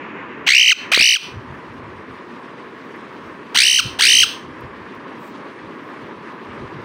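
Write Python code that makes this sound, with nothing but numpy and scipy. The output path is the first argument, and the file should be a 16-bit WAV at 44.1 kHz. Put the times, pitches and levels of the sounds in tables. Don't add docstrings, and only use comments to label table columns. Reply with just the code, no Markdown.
import sys
import numpy as np
from scipy import signal
from scipy.fft import rfft, irfft, next_fast_len
from scipy.io import wavfile
from scipy.ndimage import uniform_filter1d, minimum_filter1d

SR = 44100
rng = np.random.default_rng(int(sys.argv[2]) if len(sys.argv) > 2 else 0)


def elevation(decibels):
    levels = np.asarray(decibels, float)
    return 10 ** (levels / 20)


def generate_wav(signal):
    frames = np.transpose(np.atleast_2d(signal))
    scaled = np.clip(frames, -1, 1) * 32767
    pcm = np.round(scaled).astype(np.int16)
    wavfile.write(sys.argv[1], SR, pcm)


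N = 301714
CUTOFF_HZ = 16000

# [t/s, pitch f/Hz, level/dB]
OPENINGS = [
    [(.4642, 648, -24), (.470, 730, -18), (.477, 882, -13.5), (.4805, 1070, -9), (.4815, 1150, -10.5)],
    [(.9165, 558, -16), (.921, 626, -12), (.931, 892, -18), (.9345, 1030, -15), (.937, 1260, -7.5)],
    [(3.545, 560, -27), (3.550, 759, -20), (3.558, 971, -14.5), (3.5605, 1030, -11.5), (3.5645, 1520, -10)],
    [(3.988, 636, -28), (3.998, 912, -15.5), (4.004, 1016, -21), (4.0065, 1070, -19), (4.0125, 1720, -9.5)],
]
# [t/s, pitch f/Hz, level/dB]
CLOSINGS = [
    [(.7124, 2150, -12.5), (.718, 1572, -11.5), (.727, 1290, -12), (.733, 1140, -25)],
    [(1.1465, 2990, -13.5), (1.155, 1760, -24), (1.162, 1530, -18.5), (1.173, 1170, -24)],
    [(3.7805, 3080, -11.5), (3.789, 1640, -17), (3.798, 1370, -12), (3.808, 1060, -25)],
    [(4.225, 2980, -9), (4.2315, 1700, -14), (4.238, 1390, -11), (4.246, 1200, -20)],
]
# [breath noise/dB, second overtone/dB, room/dB, gain ducking/dB,
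#                    shrillness/dB per octave of overtone]
MANNER = [(-28, -3, -22, -16.5, -1), (-45, -0.5, -17, -15.5, -2), (-27.5, -3, -11, -8.5, -0.7),
          (-30.5, -2.5, -11, -6, -0.64)]


def rms_one(x):
    return x / np.sqrt(np.mean(x ** 2) + 1e-20)


def level_of(rows):
    s, db = np.transpose(rows)
    return elevation(np.interp(np.arange(N) / SR, s, db))


def at_hz(points, hz):
    points_hz, points_db = np.transpose(points)
    return np.interp(np.log(hz), np.log(points_hz), points_db)


def drift(rate, count):
    r = np.exp(-2 * np.pi * rate / SR)
    return rms_one(signal.lfilter([1], [1, -2 * r, r * r], rng.standard_normal(count + 9000))[9000:])


def coloured(spectrum, count):
    hz = np.maximum(np.fft.rfftfreq(count, 1 / SR), 1)
    return rms_one(irfft(rfft(rng.standard_normal(count)) * elevation(at_hz(spectrum, hz)), count))


def parrot():
    # [first crest t/s, first period/ms, slowing/ms per warble, head start/warbles, pitch factor]
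    warbling = [(.4944, 14.83, .178, 0, 1), (.9506, 15.84, .084, -.1, .995),
                (3.578, 15.42, .036, .4, 1.005), (4.027, 15.6, .2, .9, 1.022)]
    # [t/s, crest level/dB, valley level/dB]
    efforts = [
        [(.49, -9.5, -24.5), (.52, -8, -21.5), (.54, -9.5, -18.5), (.58, -2.5, -23.5), (.65, -12.5, -21.5),
         (.70, -8.5, -16)],
        [(.945, -6.5, -19), (.96, -14, -19.5), (.99, -7, -15.5), (1.025, -9, -19), (1.1, -10.5, -21),
         (1.14, -13, -17)],
        [(3.572, -8, -33), (3.584, -11.5, -25.5), (3.6, -11, -19.5), (3.675, -9, -15.5), (3.72, -11, -20),
         (3.775, -12.5, -19)],
        [(4.018, -11, -25), (4.036, -12, -16), (4.075, -8, -11.5), (4.135, -9, -11), (4.17, -8.5, -19.5),
         (4.22, -9, -13.5)],
    ]
    # [f/Hz, level/dB]
    throat_aside = [(900, 2), (1800, 16), (2480, 30), (2800, 26), (3080, 26.5), (3600, 18.5), (4300, 21.5),
                    (5300, 16.5), (6100, 21), (7100, 10), (8200, 13.5), (9400, 0), (13000, -2.5),
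                    (15200, 8.5)]
    throat_turning = [(900, 3.5), (1800, 15), (2480, 27.1), (2800, 23.4), (3080, 25.2), (3600, 19),
                      (4300, 25), (5300, 19), (6100, 21.6), (7100, 6), (8200, 17), (10500, 9.3),
                      (13500, 0.5), (15200, 14)]
    throat_facing = [(900, 8), (1800, 17.3), (2550, 21.2), (2800, 24.8), (3100, 27), (3600, 21.6),
                     (4300, 25.3), (5200, 20.2), (6200, 24.6), (7100, 6), (8500, 23.3), (9600, 13),
                     (11500, 2), (14800, 11)]
    throats = [throat_aside, throat_turning, throat_facing, throat_facing]
    near, far, gain = np.zeros(N), np.zeros(N), automatic_gain()
    for *course, throat, manner in zip(OPENINGS, warbling, efforts, CLOSINGS, throats, MANNER):
        breath_db, second_db, room_db, _, shrill_db = manner
        points = turning_points(*course)
        call = squawk(points, throat, breath_db, second_db, shrill_db)
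        start = round(points[0, 0] * SR)
        span = slice(start, start + len(call))
        near[span] = call / gain[span]
        far[span] = near[span] * elevation(room_db)
    return near + near_echoes(near) + room(far)


def squawk(points, throat, breath_db, second_db, shrill_db):
    overtones_db = [-0.06, 1, -8.5, -6, -11, -14.5, -16, -15.5]
    pointed_stroke = [(0, 0, 0), (.12, .03, -.06), (.4, .48, .38), (.56, .62, .68), (.74, .88, .91),
                      (1, 1, 1)]
    round_stroke = [(0, 0, 0), (.12, .05, -.03), (.4, .6, .5), (.56, .76, .8), (.74, .93, .95), (1, 1, 1)]
    s, hz, db, bend = points.T
    place = np.interp(np.arange(s[0], s[-1], 1 / SR), s, np.arange(len(s)))
    i = place.astype(int)
    gliding, rising, falling = bend[i] == 0, bend[i] > 0, bend[i] < 0
    up = np.where(falling, 1 - place + i, place - i)

    def along(rise, fall):
        return np.where(gliding, up, np.where(rising, rise, 1 - fall))

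    def stroke_share(rows):
        at, rise, fall = np.transpose(rows)
        return along(np.interp(up, at, rise), np.interp(up, at, fall))

    def opened(speed):
        return np.sin(np.pi / 2 * np.minimum(speed * up, 1))

    rounded = np.interp(np.maximum(hz[i], hz[i + 1]), [2600, 3100], [0, 1])
    share = (1 - rounded) * stroke_share(pointed_stroke) + rounded * stroke_share(round_stroke)
    pitch = uniform_filter1d(hz[i] + (hz[i + 1] - hz[i]) * share, size=31)
    pitch = pitch * (1 + .004 * drift(300, len(i)))
    turn = 2 * np.pi * np.cumsum(pitch) / SR

    order = np.arange(1, 25)[:, None]
    source_db = np.interp(order, np.arange(1, 9), overtones_db) + shrill_db * np.log2(order)
    source_db = source_db + second_db * (order == 2)

    def weigh(f):
        return elevation(source_db + at_hz(throat, order * f)) * (order * f < CUTOFF_HZ)

    swell = along(opened(2.3), opened(0.91))
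    effort_db = db - 10 * np.log10(np.sum(weigh(hz) ** 2, axis=0) / 2)
    effort_db += np.interp(hz, [2300, 3000], [2., .4]) - 3 * (bend > 0)
    effort = elevation(effort_db[i] + (effort_db[i + 1] - effort_db[i]) * swell)

    slack = uniform_filter1d(falling * (1 - up ** 2), size=40)
    patchy = np.array([drift(250, len(i)) for k in order]) * np.where(gliding, .4, 1)
    grain = elevation(np.log2(order) * (1.5 * patchy - 2.5 * slack) + .4 * patchy)
    overtones = np.sin(order * turn + rng.uniform(0, 2 * np.pi, order.shape))
    tone = np.sum(weigh(pitch) * grain * overtones, axis=0)
    breath = coloured([(700, -30), (1500, 6)] + throat[1:], len(i))
    breath = breath * (1 + .5 * np.cos(turn)) * elevation(breath_db + 22)
    count = np.arange(len(i))
    edge = np.minimum(1, np.minimum(count, count[::-1]) / (.0015 * SR))
    return effort * edge * (tone + breath)


def turning_points(opening, warbling, effort, closing):
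    # [warble number, valley f/Hz, crest f/Hz]
    climb = [(0, 1010, 2040), (1, 1220, 2240), (3, 1390, 2570), (4, 1500, 2810), (5, 1650, 2970),
             (6.5, 1750, 3070), (9, 1850, 3080), (14, 1900, 3130)]
    rise_share, waver_hz, waver_db = .59, 25, .5
    first_s, period_ms, slowing_ms, head_start, factor = warbling
    k = np.arange(20)
    periods = (period_ms + slowing_ms * k) / 1000
    crest_s = first_s + np.cumsum(periods) - periods
    valley_s = crest_s - rise_share * (periods - slowing_ms / 1000)
    number, low, high = np.transpose(climb)
    s, crest_db, valley_db = np.transpose(effort)
    waver = rng.standard_normal((4, len(k)))
    valleys = [valley_s,
               factor * np.interp(k + head_start, number, low) + waver_hz * waver[0],
               np.interp(valley_s, s, valley_db) + waver_db * waver[1],
               np.ones(len(k))]
    crests = [crest_s,
              factor * np.interp(k + head_start, number, high) + waver_hz * waver[2],
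              np.interp(crest_s, s, crest_db) + waver_db * waver[3],
              -np.ones(len(k))]
    warbles = np.transpose([valleys, crests], (2, 0, 1)).reshape(-1, 4)
    warbles = warbles[:2 * np.sum(valley_s < closing[0][0] - .002) - 1]
    rows = np.vstack([np.c_[opening, [0, 0, 0, 1, -1]], warbles, np.c_[closing, [-1, 0, 0, 0]]])
    rows[:, 0] = np.maximum.accumulate(rows[:, 0] + 1e-6 * np.arange(len(rows)))
    return rows


def near_echoes(x):
    # [delay/ms, level/dB]
    echoes = [(1.1, -10), (2.3, -12), (3.9, -14), (6.1, -17)]
    highs = signal.sosfilt(signal.butter(2, 5500, "high", fs=SR, output="sos"), x)
    return sum(elevation(db) * np.roll(highs, round(ms * SR / 1000)) for ms, db in echoes)


def room(x):
    # [f/Hz, level/dB]
    wall_colour = [(1500, -2), (2500, -1.5), (2950, -0.5), (3600, 3.5), (6000, -2.5), (10000, -1),
                   (16000, 2)]
    t60_s, wall_cut_hz = 0.33, 11100
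    size = next_fast_len(N + SR)
    w = 2 * np.pi * np.fft.rfftfreq(size)
    dull = np.exp(-2 * np.pi * wall_cut_hz / SR)
    wall = (1 - dull) / (1 - dull * np.exp(-1j * w))
    tail = 0
    for k, lag in enumerate(rng.uniform(.011, .04, 10) * SR):
        absorbed = elevation(-60 * lag / SR / t60_s) * wall ** (lag / SR / 0.087)
        loop = absorbed * np.exp(-1j * w * lag)
        tail = tail + (-1) ** k * loop / (1 - loop)
    for lag in (53, 181):
        delay = np.exp(-1j * w * lag)
        tail = tail * (delay - .6) / (1 - .6 * delay)
    tail = tail * elevation(at_hz(wall_colour, np.maximum(w * SR / (2 * np.pi), 1)))
    return irfft(rfft(x, size) * tail, size)[:N] / 3


def knocks(rows, crack_db):
    out, t = np.zeros(N + SR), np.arange(SR // 10) / SR
    for s, db, hz, t60 in rows:
        wander = .6 * np.cumsum(rng.standard_normal(len(t))) * np.sqrt(hz / SR)
        ring = np.sin(2 * np.pi * hz * t + wander)
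        crack = coloured([(hz / 4, -12), (hz, 0), (hz * 4, -9), (hz * 16, -32), (hz * 64, -75)], len(t))
        fade = elevation(db - 60 * t / max(t60, .002))
        start = round(s * SR)
        out[start:start + len(t)] += fade * (ring + elevation(crack_db) * crack)
    return out[:N]


def touches():
    # [t/s, peak level/dB, f/Hz, t60/s]
    bumps = [
        (.9752, -10, 496, 0.013),
        (1.001, -14.5, 202, 0.011),
        (1.012, -22.5, 600, 0.015),
        (1.018, -30, 250, .012),
    ]
    # [t/s, peak level/dB, f/Hz, t60/s]
    ticks = [
        (2.9612, -54, 12700, 0.012),
        (4.6084, -49.5, 13500, 0.012),
        (4.9501, -57, 13700, 0.013),
        (5.8994, -67, 13100, 0.012),
    ]
    return knocks(bumps, crack_db=2.0) / automatic_gain() + knocks(ticks, crack_db=-2)


def rustles():
    # [f/Hz, level/dB per Hz]
    cloth_spectrum = [(760, -41.5), (1300, -10), (1740, -2.5), (2590, -5.5), (3560, -25), (4100, -51),
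                      (7000, -38.5), (9100, -79), (15400, -120)]
    # [t/s, level/dB]
    cloth_level = [(0, -40.5), (.2, -41), (.45, -41), (.85, -36.5), (1.3, -68), (1.6, -67), (6.84, -71)]
    # [t/s, level/dB]
    brush = [
        (5.15, -79),
        (5.21, -60),
        (5.28, -57),
        (5.36, -81),
    ]
    cloth = level_of(cloth_level) * coloured(cloth_spectrum, N) * elevation(1.8 * drift(9, N))
    sweep = level_of([(brush[0][0] - .03, -110)] + brush + [(brush[-1][0] + .03, -110)])
    feathers = coloured([(3000, -26.5), (8000, -1.5), (10500, -16.0), (12500, -7), (15500, -5.0)], N)
    return cloth + sweep * feathers


def draught():
    # [t/s, peak level/dB, time to fall 20 dB/s]
    puffs = [(.4, -43, .11), (.88, -50, .07), (1.0, -32, .035), (1.36, -25.5, .075), (1.52, -30, .06),
             (1.69, -45, .25), (1.83, -35, .1), (1.97, -42, .13), (2.13, -32.5, .055), (3.26, -40, .08),
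             (3.35, -47, .06), (3.58, -43, .17), (3.86, -26, .05), (3.95, -39, .1), (4.23, -42, .22),
             (4.5, -35, .07), (4.66, -33, .08), (4.8, -39.5, .1), (5.0, -52, .2), (5.28, -55, .08),
             (5.66, -40, .055), (6.04, -37, .05), (6.2, -51, .18), (6.5, -37, .06), (6.63, -34, .08),
             (6.77, -32, .08)]
    sharpness, still_air_db = 1.4, -68
    rumble = coloured([(15, -30.5), (40, -8.0), (70, -3), (110, -1), (200, -12.5), (500, -31), (2000, -89)], N)
    t = np.arange(0, N, 50) / SR
    air = elevation(still_air_db) + sum(elevation(db - 20 * np.abs((t - s) / fall) ** sharpness) for s, db, fall in puffs)
    air = np.interp(np.arange(N) / SR, t, air)
    return elevation(-3.0) * air / automatic_gain() * rms_one(rumble * elevation(2.7 * drift(27, N)))


def fan(patchy_db=1.32):
    # [f/Hz, level/dB per Hz]
    fan_spectrum = [(47, -49), (80, -18), (248, -1.5), (378, -2), (751, -15), (958, -6), (1090, -5),
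                    (1400, -12.5), (1740, -11), (5900, -38.5), (7360, -47), (9400, -46), (10500, -55.5),
                    (12800, -60), (16000, -56.5)]
    # [t/s, level/dB]
    fan_level = [(0, -36), (.44, -37.5), (1.4, -38.5), (2.7, -39), (4.5, -38), (6.84, -37.5)]
    # [t/s, level/dB]
    fan_hiss = [(0, -5.5), (.45, -5), (1.5, 0), (2.3, 0.5), (3.4, 1), (4.7, 0.4), (5.3, 0.5), (6.84, 0)]
    drone, out, together = rfft(coloured(fan_spectrum, N)), 0, drift(4.3, N)
    octave = np.log2(np.maximum(np.fft.rfftfreq(N, 1 / SR), 1) / 60)
    for k in range(9):
        overlap = np.clip(1 - np.abs(np.clip(octave, 0, 8) - k), 0, 1)
        band = irfft(drone * overlap, N)
        band = band * level_of(fan_hiss) ** np.clip(k - 5, 0, 2)
        out = out + band * elevation(patchy_db * (0.58 * together + drift(17, N)))
    return elevation(3.5) * level_of(fan_level) * rms_one(out)


def suppressor_blotches(x, depth_db):
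    hz, s, z = signal.stft(x, SR, nperseg=1024)
    field = uniform_filter1d(rng.standard_normal(z.shape), size=3, axis=0)
    field = uniform_filter1d(field, size=7, axis=1)
    holes_db = np.minimum(rms_one(field) + .5, 0) * np.interp(hz, [2500, 5000, 11000], [0, .7, 1])[:, None]
    frames = uniform_filter1d(rng.standard_normal(len(s)), size=4) * 2
    top_db = 3.3 * frames * (hz > 11500)[:, None]
    return signal.istft(z * elevation(depth_db * holes_db + top_db), SR)[1][:N]


def automatic_gain():
    duck_s, recover_s = 0.048, 0.057
    t, total_db = np.arange(N) / SR, np.zeros(N)
    for opening, closing, manner in zip(OPENINGS, CLOSINGS, MANNER):
        start, end = opening[0][0], closing[-1][0]
        sink = 1 - np.exp(-np.clip(t - start, 0, end - start) / duck_s)
        total_db += manner[3] * sink * np.exp(-(np.maximum(t - end, 0) / recover_s) ** 2)
    return elevation(total_db)


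def limit(x):
    ceiling, release_db_s = .88, 150
    over_db = np.maximum(20 * np.log10(np.abs(x) / ceiling + 1e-9), 0)
    ramp = release_db_s * np.arange(N) / SR
    held = np.maximum.accumulate(-minimum_filter1d(-over_db, size=89) + ramp, axis=-1) - ramp
    return x * elevation(-uniform_filter1d(held, size=45))


def scene():
    drone = suppressor_blotches(fan(), depth_db=14.0)
    return (parrot() + touches() + rustles() + draught() + drone)[None]


def band_limit(x):
    return signal.sosfilt(signal.butter(12, 16500, fs=SR, output="sos"), x)


def record(dry):
    bass_cut = signal.butter(2, 76, "high", fs=SR, output="sos")
    top_cut = signal.ellip(10, .5, 70, CUTOFF_HZ - 200, fs=SR, output="sos")
    mix = signal.sosfilt(np.vstack([bass_cut, top_cut]), limit(dry * automatic_gain()))
    return band_limit(mix)


dry = scene()
out = record(dry)
generate_wav(out)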